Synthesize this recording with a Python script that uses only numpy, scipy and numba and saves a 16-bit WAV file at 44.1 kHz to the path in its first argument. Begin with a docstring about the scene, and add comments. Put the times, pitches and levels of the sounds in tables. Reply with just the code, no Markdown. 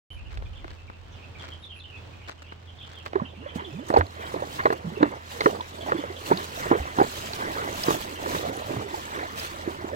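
"""A horse wades into a shallow river from a gravel bank, heard from a phone in the saddle.
Each hoof punches an air pocket that collapses into ringing bubbles; the legs churn the water and throw
spray that rains back. Every bubble is a damped resonator: the smaller it is, the higher its pitch.
Songbirds call from the far bank over faint insects, a low distant drone and a little wind."""
import sys
import numpy as np
from scipy import signal
from scipy.fft import rfft, irfft, next_fast_len
from scipy.io import wavfile
from scipy.ndimage import uniform_filter1d, map_coordinates
from numba import njit

SR = 44100
rng = np.random.default_rng(int(sys.argv[2]) if len(sys.argv) > 2 else 0)


def to_wav(s):
    """Save 16-bit WAV."""
    ch = np.atleast_2d(s).T  # columns
    pcm = np.round(np.clip(ch, -1, 1) * 32767)  # PCM
    wavfile.write(sys.argv[1], SR, pcm.astype(np.int16))


N = 438794
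T = np.arange(N) / SR


def undb(db):
    """Decibels to amplitude gain."""
    return 10 ** (np.asarray(db) / 20)


def curve(rows, column=1):
    """Linear interpolation of one column of a time table, at every sample."""
    rows = np.array(rows)
    return np.interp(T, rows[:, 0], rows[:, column])


def colour(x, points, delayed=False):
    """Spectral shaping by (Hz, dB) points; if delayed, a third column gives the lag in ms."""
    size = next_fast_len(x.shape[-1] + 512)
    hz, points = np.fft.rfftfreq(size, 1 / SR), np.array(points)
    read = lambda column: np.interp(np.log(hz + 1), np.log(points[:, 0]), points[:, column])
    gain = undb(read(1))
    if delayed:
        gain = gain * np.exp(-2j * np.pi * hz * read(2) / 1000)
    return irfft(rfft(x, size) * gain, size)[..., :x.shape[-1]]


def unit(x):
    """Normalisation to rms 1."""
    return x / np.sqrt(np.mean(x ** 2))


def walk(rate_hz):
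    """Smooth random modulation with a spread near 1."""
    knots = rng.standard_normal(4096)
    return np.interp(T * rate_hz, np.arange(len(knots)), knots)


def add(out, s, x, db):
    """Superposition: mix in a short sound at time s with the given peak level."""
    i = int(s * SR)
    out[:, i:i + x.shape[1]] += x[:, :N - i] * undb(db) / np.abs(x).max()


def swells(bed_db, rows, rise_share=.34, roundness=2.2):
    """Incoherent sources add in power: the level in dB of a bed plus swells (peak s, length s, dB)."""
    t = T[::64]
    power = undb(bed_db + 0 * T)[::64] ** 2
    for s, length_s, db in rows:
        away = np.maximum((s - t) / rise_share, (t - s) / (1 - rise_share)) / length_s
        power = power + undb(db - 10 * np.minimum(away, 10) ** roundness) ** 2  # ends 10 dB down
    return np.interp(T, t, 10 * np.log10(power))


def diffuse_noise(shared_hz):
    """In a diffuse field the phone's two ports share long waves and differ in short ones."""
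    mid, side = rng.standard_normal((2, N))
    side = signal.sosfilt(signal.butter(2, shared_hz, "high", fs=SR, output="sos"), side)
    return np.array([mid + side, mid - side])


@njit
def ring(start, hz, t60, peak, glide, lag, size):
    """Damped oscillators that can glide upward, each with its own lag between the ports."""
    out = np.zeros((2, size))
    for k in range(len(start)):
        for side in range(2):
            onset = max(start[k] + (side - .5) * lag[k], 0.)
            for i in range(int(onset * SR) + 1, min(int((onset + t60[k]) * SR), size)):
                age = i / SR - onset
                phase = 2 * np.pi * hz[k] * age * (1 + .35 * glide[k] * age)
                out[side, i] += peak[k] * np.exp(-6.9 * age / t60[k]) * np.sin(phase)
    return out


def grains(count, low_hz, high_hz, cycles, spread_db, lag_s, rise=.97):
    """Shot noise of ringing grains; by a power law, a few are much larger than the rest."""
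    when, pitch, rank, life, place = rng.random((count, 5)).T
    hz = low_hz * (high_hz / low_hz) ** pitch
    t60 = cycles * (.4 + 1.2 * life) / hz
    peak = undb(-spread_db * np.log(rank + .01)) * hz * (-1) ** np.arange(count)
    return unit(ring(when * N / SR, hz, t60, peak, rise / t60, lag_s * (2 * place - 1), N))


def burst(count, hz, octaves, cycles, fade_s, lag_s=8e-5):
    """A transient of ringing grains around one pitch, dying away over four times fade_s."""
    pitch, strength, polarity = rng.standard_normal((count, 3)).T
    age = np.arange(count) / count
    hz = np.minimum(hz * 2 ** (octaves * pitch), SR / 2)
    start = 4 * fade_s * (age + rng.random(count) * (age > 0) / count)
    peak = np.exp(-3.5 * age) * undb(5.26 * strength) * np.sign(polarity)
    return ring(start, hz, cycles / hz, peak, 0 * hz, lag_s * rng.standard_normal(count), SR // 5)


# Spectrum of the open air. 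Each row: frequency in Hz, gain in dB.
AIR_SPECTRUM = [(25, -17), (55, -4), (110, 13), (170, 2), (350, -2.5), (900, -6.5), (2000, -14),
                (3000, -10.5), (4500, -20.5), (8000, -31.5), (11000, -45.5), (16000, -35)]
def open_air(air_db=-50, drone_hz=84, drone_db=-48):
    """Diffuse ambient noise and a distant drone that wavers by random modulation."""
    air = unit(colour(diffuse_noise(260), AIR_SPECTRUM)) * undb(air_db + walk(4.25) + 2.08 * walk(6))
    drone = np.sin(2 * np.pi * np.cumsum(drone_hz + 2.675 * walk(4.6)) / SR)
    return air + unit(drone) * undb(drone_db + 2 * walk(20))


# Wind on the phone. Each row: time in seconds, level in dB.
WIND_LEVELS = [(0, -42), (.3, -40.5), (.39, -29), (.48, -36.5), (.8, -48), (1.3, -54.5), (6, -63),
               (9.95, -55.5)]
def wind():
    """Turbulence buffets the phone with low-frequency pressure fluctuations."""
    spectrum = [(15, -22), (35, 1.5), (70, 2.5), (120, -11), (250, -29), (1000, -36.5), (4000, -91)]
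    return unit(colour(diffuse_noise(33), spectrum)) * undb(curve(WIND_LEVELS) + 2 * walk(25))


# Insect buzzes. Each row: start in seconds, length in seconds, pitch in Hz, level in dB.
INSECT_BUZZES = [(0.054, 0.16, 10900, -64), (1.57, 0.13, 10500, -67), (1.724, 0.11, 10500, -61)]
def insects():
    """Random frequency modulation roughens a very high tone into a thin buzz."""
    out = np.zeros((2, N))
    for s, length_s, hz, db in INSECT_BUZZES:
        size = int(length_s * SR)
        wander = uniform_filter1d(rng.standard_normal((2, size)), 40, axis=1)
        phase = 2 * np.pi * np.cumsum(hz + 1800 * wander, axis=1) / SR
        add(out, s, np.sin(phase) * np.hanning(size), db)
    return out


def chirp(length_s, hz, fall_octaves, fall_s=.058, burr_hz=420, burr_octaves=.075, break_hz=150):
    """A falling whistle, made ragged by fast frequency and amplitude modulation."""
    age = T[:int(length_s * SR)]
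    flutter = np.interp(age * burr_hz, np.arange(256), rng.standard_normal(256))
    breaks = np.interp(age * break_hz, np.arange(256), rng.standard_normal(256))
    pitch = hz * 2 ** (burr_octaves * flutter - fall_octaves * np.tanh((age / fall_s) ** 2))
    envelope = np.hanning(len(age)) ** .5 * (1 + np.tanh(breaks))
    return np.sin(2 * np.pi * np.cumsum(pitch) / SR)[None] * envelope


def chorus(count, hz, db):
    """Random rows of chirps from birds further off, attenuated by distance."""
    when, length, distance, pitch = rng.random((count, 4)).T
    pitches = hz * 2 ** (.6 * (pitch - .5))
    return list(zip(when * (N / SR - .2), .025 + .04 * length, db - 10 * distance, pitches))


# Songbird chirps. Each row: start in seconds, length in seconds, level in dB, starting pitch in Hz.
BIRD_CHIRPS = [(0.1, 0.019, -34.5, 3074), (0.175, 0.038, -46, 2800), (0.232, 0.089, -48, 3120),
               (0.455, 0.02, -48, 2450), (1.03, 0.023, -56, 3200), (1.1, 0.084, -58, 6300),
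               (1.22, .04, -51, 2850), (1.39, 0.034, -35.5, 3340), (1.495, 0.054, -36, 3290),
               (1.62, 0.045, -37.5, 3880), (1.688, 0.054, -36, 3280), (1.755, .045, -40, 2720),
               (1.788, 0.09, -40, 3870), (1.88, 0.065, -40.5, 3000), (1.942, .028, -39, 2620),
               (2.485, 0.033, -45.5, 2900), (2.67, 0.036, -44, 3400), (2.78, .075, -37, 3580),
               (2.935, 0.1, -39, 3480), (3.248, 0.026, -35.5, 2920), (3.465, .055, -37, 3314),
               (3.567, 0.039, -37, 3270), (3.638, 0.032, -33, 3350), (3.705, 0.028, -41, 2634),
               (4.755, 0.031, -45, 2940), (4.945, 0.036, -40, 2920), (5.805, 0.025, -36, 3360),
               (5.972, 0.039, -37, 3350), (6.15, 0.041, -37.5, 3330), (6.815, 0.033, -38.5, 2820),
               (8.15, 0.039, -39, 2960)]
def birds(reverb_s=.24, direct_db=-3):
    """Reverberation from the bank blurs the chirps with an exponentially decaying tail."""
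    song = np.zeros((2, N))
    for s, length_s, db, hz in list(BIRD_CHIRPS) + chorus(count=190, hz=2950, db=-45.5):
        add(song, s, chirp(length_s, hz, fall_octaves=.5 * rng.uniform(.45, 1.15)), db - 1)
    tail = rng.standard_normal((2, SR // 2)) * undb(-60 * T[:SR // 2] / reverb_s)
    tail /= np.sqrt(np.sum(tail ** 2, axis=1, keepdims=True))
    return undb(direct_db) * song + signal.fftconvolve(song, tail, axes=1)[:, :N]


# Spectrum of the gravel. Each row: frequency in Hz, gain in dB.
GRAVEL_SPECTRUM = [(120, -8), (350, 10.5), (900, 9), (1600, 7.5), (2150, 5.5), (2700, 0.5), (4200, 3.5),
                   (6000, -4.5), (8000, -7.5), (10500, -21), (16000, -13)]
# A hoof grinds the gravel. Each row: peak time in seconds, length in seconds, level in dB.
HOOF_SCUFFS = [(0.322, 0.079, -55), (0.709, 0.054, -53), (1.44, 0.16, -48.5), (2.29, 0.056, -45),
               (2.423, 0.01, -45.5), (2.52, 0.021, -58), (2.95, 0.41, -55), (3.065, 0.031, -38)]
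def gravel(bed_db=-64):
    """Granular friction: grit shifts under the horse's weight in many heavily damped impacts."""
    grit = grains(count=9000, low_hz=235, high_hz=14000, cycles=1.9, spread_db=1.6, lag_s=2.48e-4)
    return unit(colour(grit, GRAVEL_SPECTRUM)) * undb(swells(bed_db, HOOF_SCUFFS) + 7)


# Stones knocked by the hooves. Each row: start in seconds, level in dB, pitch in Hz.
STONE_KNOCKS = [(0.372, -27, 3980), (0.422, -28.5, 1800), (0.643, -25.5, 1130), (0.678, -32.5, 3820),
                (0.898, -26.5, 2000), (0.93, -40.5, 5000), (2.293, -28.5, 2200), (2.52, -28.5, 1660),
                (3.06, -23, 2220), (3.131, -20, 1740)]
def stones():
    """Impact excitation: the smaller the stone, the higher its click; the grit around it dulls it."""
    out = np.zeros((2, N))
    for s, db, hz in STONE_KNOCKS:
        click = burst(count=20, hz=hz, octaves=1, cycles=3, fade_s=.0024)
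        add(out, s + .00141, colour(click, GRAVEL_SPECTRUM), db + 3)
    return out


# Spectrum of churned water. Each row: frequency in Hz, gain in dB.
CHURN_SPECTRUM = [(90, 5.5), (150, -5), (350, 2), (600, 2), (1000, -4), (1500, -18), (2500, -52),
                  (5000, -43)]
def churn(bubbles_db=-1, glugs_db=-6):
    """Air entrainment: the legs stir in large bubbles that resonate at low pitches."""
    bubbles = grains(count=7500, low_hz=95, high_hz=2000, cycles=17, spread_db=1.8, lag_s=2.2e-4)
    glugs = grains(count=260, low_hz=260, high_hz=950, cycles=30, spread_db=2.1, lag_s=1e-4, rise=.5)
    slosh = undb(bubbles_db) * unit(colour(bubbles, CHURN_SPECTRUM))
    slosh += undb(glugs_db) * unit(colour(glugs, CHURN_SPECTRUM))
    return colour(slosh, [(40, -22), (120, -3)])


# Spectrum of trickling water. Each row: frequency in Hz, gain in dB.
TRICKLE_SPECTRUM = [(500, 6), (1000, 8.5), (1400, 6), (2000, 4), (2600, -11), (3500, -11), (7000, -33)]
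def trickle():
    """Water running off the legs traps small bubbles, which resonate higher."""
    bubbles = grains(count=24000, low_hz=847, high_hz=4020, cycles=40, spread_db=2.1, lag_s=8e-5)
    return unit(colour(bubbles, TRICKLE_SPECTRUM))


# Spectra of falling drops and of fine mist. Each row: frequency in Hz, gain in dB.
DROP_SPECTRUM = [(1000, 5), (2200, -3), (3000, -0.5), (4100, -2.5), (5200, -8), (7500, -11), (10000, -20),
                 (16000, -35)]
MIST_SPECTRUM = [(3000, -7), (6000, -3.5), (8000, -6), (10500, -12.5), (13000, -6.5), (16000, -8)]
def spray(level_db, mist_growth=1.44):
    """Drop impact: thrown water patters back as short ticks, longer pings and a hiss of mist."""
    ticks = grains(count=50000, low_hz=1660, high_hz=10600, cycles=5.2, spread_db=1, lag_s=1.8e-4)
    pings = grains(count=2600, low_hz=2600, high_hz=11000, cycles=70, spread_db=2.5, lag_s=2e-4, rise=.1)
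    mist = grains(count=40000, low_hz=6100, high_hz=17500, cycles=2.7, spread_db=1.5, lag_s=1.49e-4)
    drops = unit(colour(ticks + undb(-4.5) * pings, DROP_SPECTRUM)) * undb(level_db + 7)
    # the harder the water is thrown, the larger the share of the finest droplets
    mist_db = mist_growth * (level_db + 47) - 47.5
    return drops + unit(colour(mist, MIST_SPECTRUM)) * undb(mist_db)


def clumping(x, depth_db, rate_hz, band_hz):
    """Bubbles of like size come in clumps, so each narrow band has its own random modulation."""
    hz, t, bands = signal.stft(x, SR, nperseg=1024)
    place = np.meshgrid(np.sqrt(hz / band_hz), t * rate_hz, indexing="ij")
    chance = map_coordinates(rng.standard_normal((256, 256)), place, mode="mirror")
    return signal.istft(bands * undb(depth_db * chance), SR)[1][:, :N]


# The wake grows as the horse gets deeper. Each row: time in seconds, churn, trickle and spray in dB.
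WAKE_LEVELS = [(3.35, -46, -74, -69), (3.8, -40, -53.5, -57.5), (5.2, -60.5, -49, -57),
               (6.2, -40, -51, -56.5), (7.4, -35.5, -45, -46), (8.7, -32.5, -43.5, -49.5),
               (9.45, -39.5, -41, -49.5), (9.95, -31, -44.5, -55)]
# A leg drags through the water. Each row: peak time and length in seconds, churn and trickle in dB.
LEG_SWEEPS = [(3.462, 0.12, -46, -45.5), (3.6, 0.077, -36.5, -39.5), (4.224, 0.2, -36, -40.5),
              (4.393, 0.32, -32.5, -47), (4.598, 0.033, -26.5, -28.5), (4.883, 0.45, -36, -70),
              (5.124, 0.078, -30.5, -44), (5.37, 0.12, -35.5, -50), (5.538, 0.12, -26, -61),
              (5.814, 0.35, -35, -65), (5.906, 0.17, -30, -37), (6.054, 0.15, -35.5, -42),
              (6.392, 0.075, -30, -37), (6.656, 0.28, -27.5, -35.5), (6.872, 0.076, -55, -37),
              (7.435, 0.17, -28, -34), (7.615, 0.22, -28.5, -35), (7.898, 0.13, -24, -35),
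              (8.3, 0.33, -26, -41), (8.465, 0.11, -25.5, -52), (8.73, 0.18, -25, -60),
              (9.17, 0.14, -29, -34.5)]
# Thrown water rains back. Each row: peak time in seconds, length in seconds, level in dB.
SPRAY_SHOWERS = [(3.56, 0.037, -51.5), (3.894, 0.044, -46.5), (3.985, 0.027, -45.5), (4.283, 0.21, -51.5),
                 (4.52, 0.32, -48.5), (4.729, 0.016, -46), (5.308, 0.18, -48.5), (5.453, 0.17, -47.5),
                 (5.763, 0.74, -53.5), (6.358, 0.6, -45.5), (6.602, 0.19, -46.5), (7.09, 0.34, -45),
                 (7.82, 0.42, -43), (7.913, 0.11, -40), (8.323, 0.19, -42), (8.96, 0.12, -50),
                 (9.406, 0.15, -42)]
def wading(wash_s=.087):
    """Power summation of the wake, leg sweeps, showers and the wash closing over each hoof."""
    churn_swells = [(s, length_s, db) for s, length_s, db, _ in LEG_SWEEPS]
    churn_swells += [(s, wash_s, db - 23) for s, db, *_ in HOOF_PLUNGES]
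    trickle_swells = [(s, length_s, db) for s, length_s, _, db in LEG_SWEEPS]
    trickle_swells += [(s, wash_s, db - 33) for s, db, *_ in HOOF_PLUNGES]
    churn_db = swells(curve(WAKE_LEVELS, 1), churn_swells)
    trickle_db = swells(curve(WAKE_LEVELS, 2), trickle_swells) + 2
    spray_db = swells(curve(WAKE_LEVELS, 3), SPRAY_SHOWERS) + 1.8 * walk(45)  # it lands unevenly
    water = churn() * undb(churn_db) + trickle() * undb(trickle_db) + spray(spray_db)
    return clumping(water, depth_db=1.7, rate_hz=24, band_hz=6)


# Hollows behind a leg. Each row: start and length in seconds, first and last pitch in Hz, level in dB.
LEG_HOLLOWS = [(3.363, 0.082, 161, 367, -40.5), (3.645, 0.072, 439, 276, -37.5),
               (3.723, 0.12, 116.6, 389, -31)]
def slurps():
    """Cavity resonance: the air in a hollow slides in pitch as the hollow opens or closes."""
    out = np.zeros((2, N))
    waver = undb(2.5 * walk(86))
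    for s, length_s, start_hz, end_hz, db in LEG_HOLLOWS:
        age = np.linspace(0, 1, int(length_s * SR))
        tone = np.sin(2 * np.pi * np.cumsum(start_hz * (end_hz / start_hz) ** age) / SR)
        add(out, s, tone[None] * np.sqrt(age * (1 - age)), db)
    return out * waver


# Lumps of thrown water land. Each row: start in seconds, level in dB, bubble pitch in Hz.
WATER_LUMPS = [(3.885, -36, 7500), (3.902, -40, 8700), (3.94, -26.5, 4300), (3.968, -21, 4230),
               (3.98, -42, 13100), (4.067, -33, 4740), (5.407, -17.5, 4480), (5.45, -28, 5000),
               (5.609, -27, 3820), (6.125, -36, 4250), (6.373, -20, 4250), (7.334, -19, 3800),
               (7.728, -29, 5940), (7.835, -13.5, 5000), (8.456, -31.5, 4200), (8.569, -27.5, 9900),
               (9.397, -24.5, 5070)]
def splats(crackle_db=-6):
    """Each impact excites a bubble resonance near one pitch inside a crackle of finer bubbles."""
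    out = np.zeros((2, N))
    for s, db, hz in WATER_LUMPS:
        add(out, s, burst(count=5, hz=hz, octaves=.1, cycles=45, fade_s=.002), db)
        add(out, s, burst(count=30, hz=hz, octaves=.6, cycles=8, fade_s=.004), db + crackle_db)
    return out


# Single air pockets. Each row: start in seconds, pitch in Hz, level in dB, glide in octaves per second.
AIR_POCKETS = [(3.158, 384, -15, 0), (3.198, 1120, -22, -11), (3.46, 556, -25, 5), (3.962, 863, -1.5, -13),
               (3.984, 80.4, -16.5, 3), (4.843, 171, -24.5, 12), (4.866, 175, -21.5, -3.5),
               (4.917, 200, -31, 5), (4.97, 380, -21.5, 13), (5.03, 294, -12, 0), (5.408, 2030, -14, 10),
               (5.466, 448, -6, -6.5), (5.606, 954, -20, 4), (5.947, 312, -16.5, 9),
               (5.986, 317, -21.5, -7), (6.099, 370, -26, 1), (6.317, 800, -7, 30), (6.329, 170, -22.5, 6),
               (6.798, 65.5, -24.5, 3.5), (6.998, 810, -8, -3), (7.014, 813, -4.5, -4),
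               (8.34, 170, -30, -9), (8.765, 128, -24, -8), (8.942, 850, -18, 6), (9.678, 336, -28, -1)]
def gulps(swell_s=.0061, cycles=19, longest_s=.2):
    """Damped resonance: larger pockets ring lower and longer, unless they burst at the surface first."""
    out, age = np.zeros((2, N)), T[:SR // 3]
    for s, hz, db, glide in AIR_POCKETS:
        t60 = min(cycles / hz, longest_s)
        phase = 2 * np.pi * np.cumsum(hz * 2 ** (glide * age)) / SR
        add(out, s, np.sin(phase)[None] * undb(-60 * age / t60) * np.tanh(age / swell_s), db)
    return out


# Spectrum of a hoof's slap. Each row: frequency in Hz, gain in dB.
SLAP_SPECTRUM = [(150, -33), (400, -43), (1000, 23), (1900, 22), (2700, -8.5), (4200, 15), (6000, -12),
                 (10000, -41), (16000, -49)]
def slap():
    """The brief impact of a hoof on the surface radiates a broadband transient."""
    impact = burst(count=28, hz=1940, octaves=.92, cycles=14, fade_s=.0032, lag_s=3e-5)
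    return colour(impact, SLAP_SPECTRUM)


# Hooves strike the river. Each row: start in seconds, level in dB, nominal pocket pitch in Hz,
# relative slap level in dB.
HOOF_PLUNGES = [(3.155, -12.5, 382, -11), (3.217, -16, 213, -35), (3.557, -18, 230, -23),
                (3.9, -12.5, 314, -7.5), (3.928, -21, 710, -22), (3.939, -9, 570, -13),
                (3.963, -14.5, 514, -14), (3.971, -2.5, 435, -21), (3.986, -15, 450, -14),
                (4.007, -21, 694, 7.5), (4.341, -18, 463, -30), (4.36, -19, 352, -17),
                (4.422, -17, 520, -35), (4.654, -5.5, 426, -1.5), (4.702, -12, 415, -17),
                (4.724, -16, 384, -3), (5.007, -13, 300, -21), (5.027, -1.5, 314, -10.5),
                (5.406, -17, 470, -3), (5.415, -22, 426, -3), (5.458, -4, 342, -6.5), (5.919, -13, 446, -1),
                (6.038, -20.5, 540, -14), (6.313, -2, 365, -27), (6.712, -2.5, 309, -15.5),
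                (6.728, -10, 430, -31), (6.751, -10, 400, -27), (6.985, -8, 296, -11),
                (6.998, -10.5, 377, -12), (7.013, -2, 360, -29), (7.883, -5.5, 337, -26),
                (7.905, -15, 324, -3), (8.258, -20, 370, -11), (8.349, -22, 396, -3.5),
                (8.705, -19, 316, -37), (8.77, -21.5, 400, -31), (9.675, -13.5, 328, -42),
                (9.843, -19.5, 335, -30)]
def plunges(ring_cycles=11, swell_cycles=.45, pocket_rise=.42, closing_s=.001615, collapse_s=.005):
    """Cavity collapse: a hoof slaps in an air pocket that rings upward, shatters and boils on."""
    bubbles, slaps = np.zeros((2, 2, N))
    for s, db, hz, slap_db in HOOF_PLUNGES:
        turns = T[:SR // 5] * hz
        age = turns / ring_cycles  # in ring times of this pocket
        envelope = (1 - np.exp(-(turns / swell_cycles) ** 2)) * undb(-60 * age)
        pocket = np.sin(2 * np.pi * turns * (.85 + pocket_rise * age))[None] * envelope
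        cloud = burst(count=14, hz=700 * np.sqrt(hz / 400), octaves=.55, cycles=14, fade_s=collapse_s)
        boil = burst(count=12, hz=hz, octaves=.3, cycles=20, fade_s=.018)
        add(bubbles, s, pocket, db + 4)
        add(bubbles, s + closing_s, cloud, db + .23 * slap_db)  # a harder slap shatters more air
        add(bubbles, s + 2 * collapse_s, boil, db - 13)
        add(slaps, s + closing_s, slap(), db + slap_db + 4)
    # small pockets radiate almost no bass, and the water above them rounds off their attack
    radiation = [(50, -31), (120, -3.5), (220, -6.5), (450, -3), (1100, 6.5), (1700, 5.5),
                 (3000, -17), (8000, -27)]
    return colour(bubbles, radiation) + slaps


# The left port faces away from the water. Each row: frequency in Hz, gain in dB, lag in milliseconds.
PORT_SHADOW = [(90, -2.5, 0), (200, -5.5, .3), (400, -8.5, .5), (700, -6, .51), (1200, -1, .36),
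               (2000, -1.5, .34), (4400, -4, .3), (8000, -1, .3)]
# The balance shifts as the horse turns. Each row: time in seconds, left minus right in dB.
STEP_BALANCE = [(2.8, 4), (3.15, -1.5), (3.95, -0.5), (4.3, 0.5)]
def from_below(x):
    """Acoustic shadowing: sound from below reaches the left port late and weakened."""
    ports = np.array([colour(x[0], PORT_SHADOW, delayed=True), x[1]])
    return ports * undb(np.outer([.5, -.5], curve(STEP_BALANCE)))


def scene(entry_s=2.95, crossfade_s=.17):
    """Superposition of the steps, passing from gravel to water, and the background."""
    wet = np.clip((T - entry_s) / crossfade_s, 0, 1)
    bank = (1 - wet ** 2) * gravel() + stones()
    river = wet * wading() + plunges() + splats() + gulps() + slurps()
    background = open_air() + wind() + birds() + insects()
    return from_below(bank + river) + background * undb([[-2], [.5]])


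def record(dry, opens_s=.104, top_hz=15900):
    """Saturation and band limiting: the phone opens after a moment, rounds peaks and cuts the top."""
    rounded = np.tanh(dry * (T > opens_s))
    return signal.sosfilt(signal.ellip(10, .2, 70, top_hz, fs=SR, output="sos"), rounded)


dry = scene()
out = record(dry)
to_wav(out)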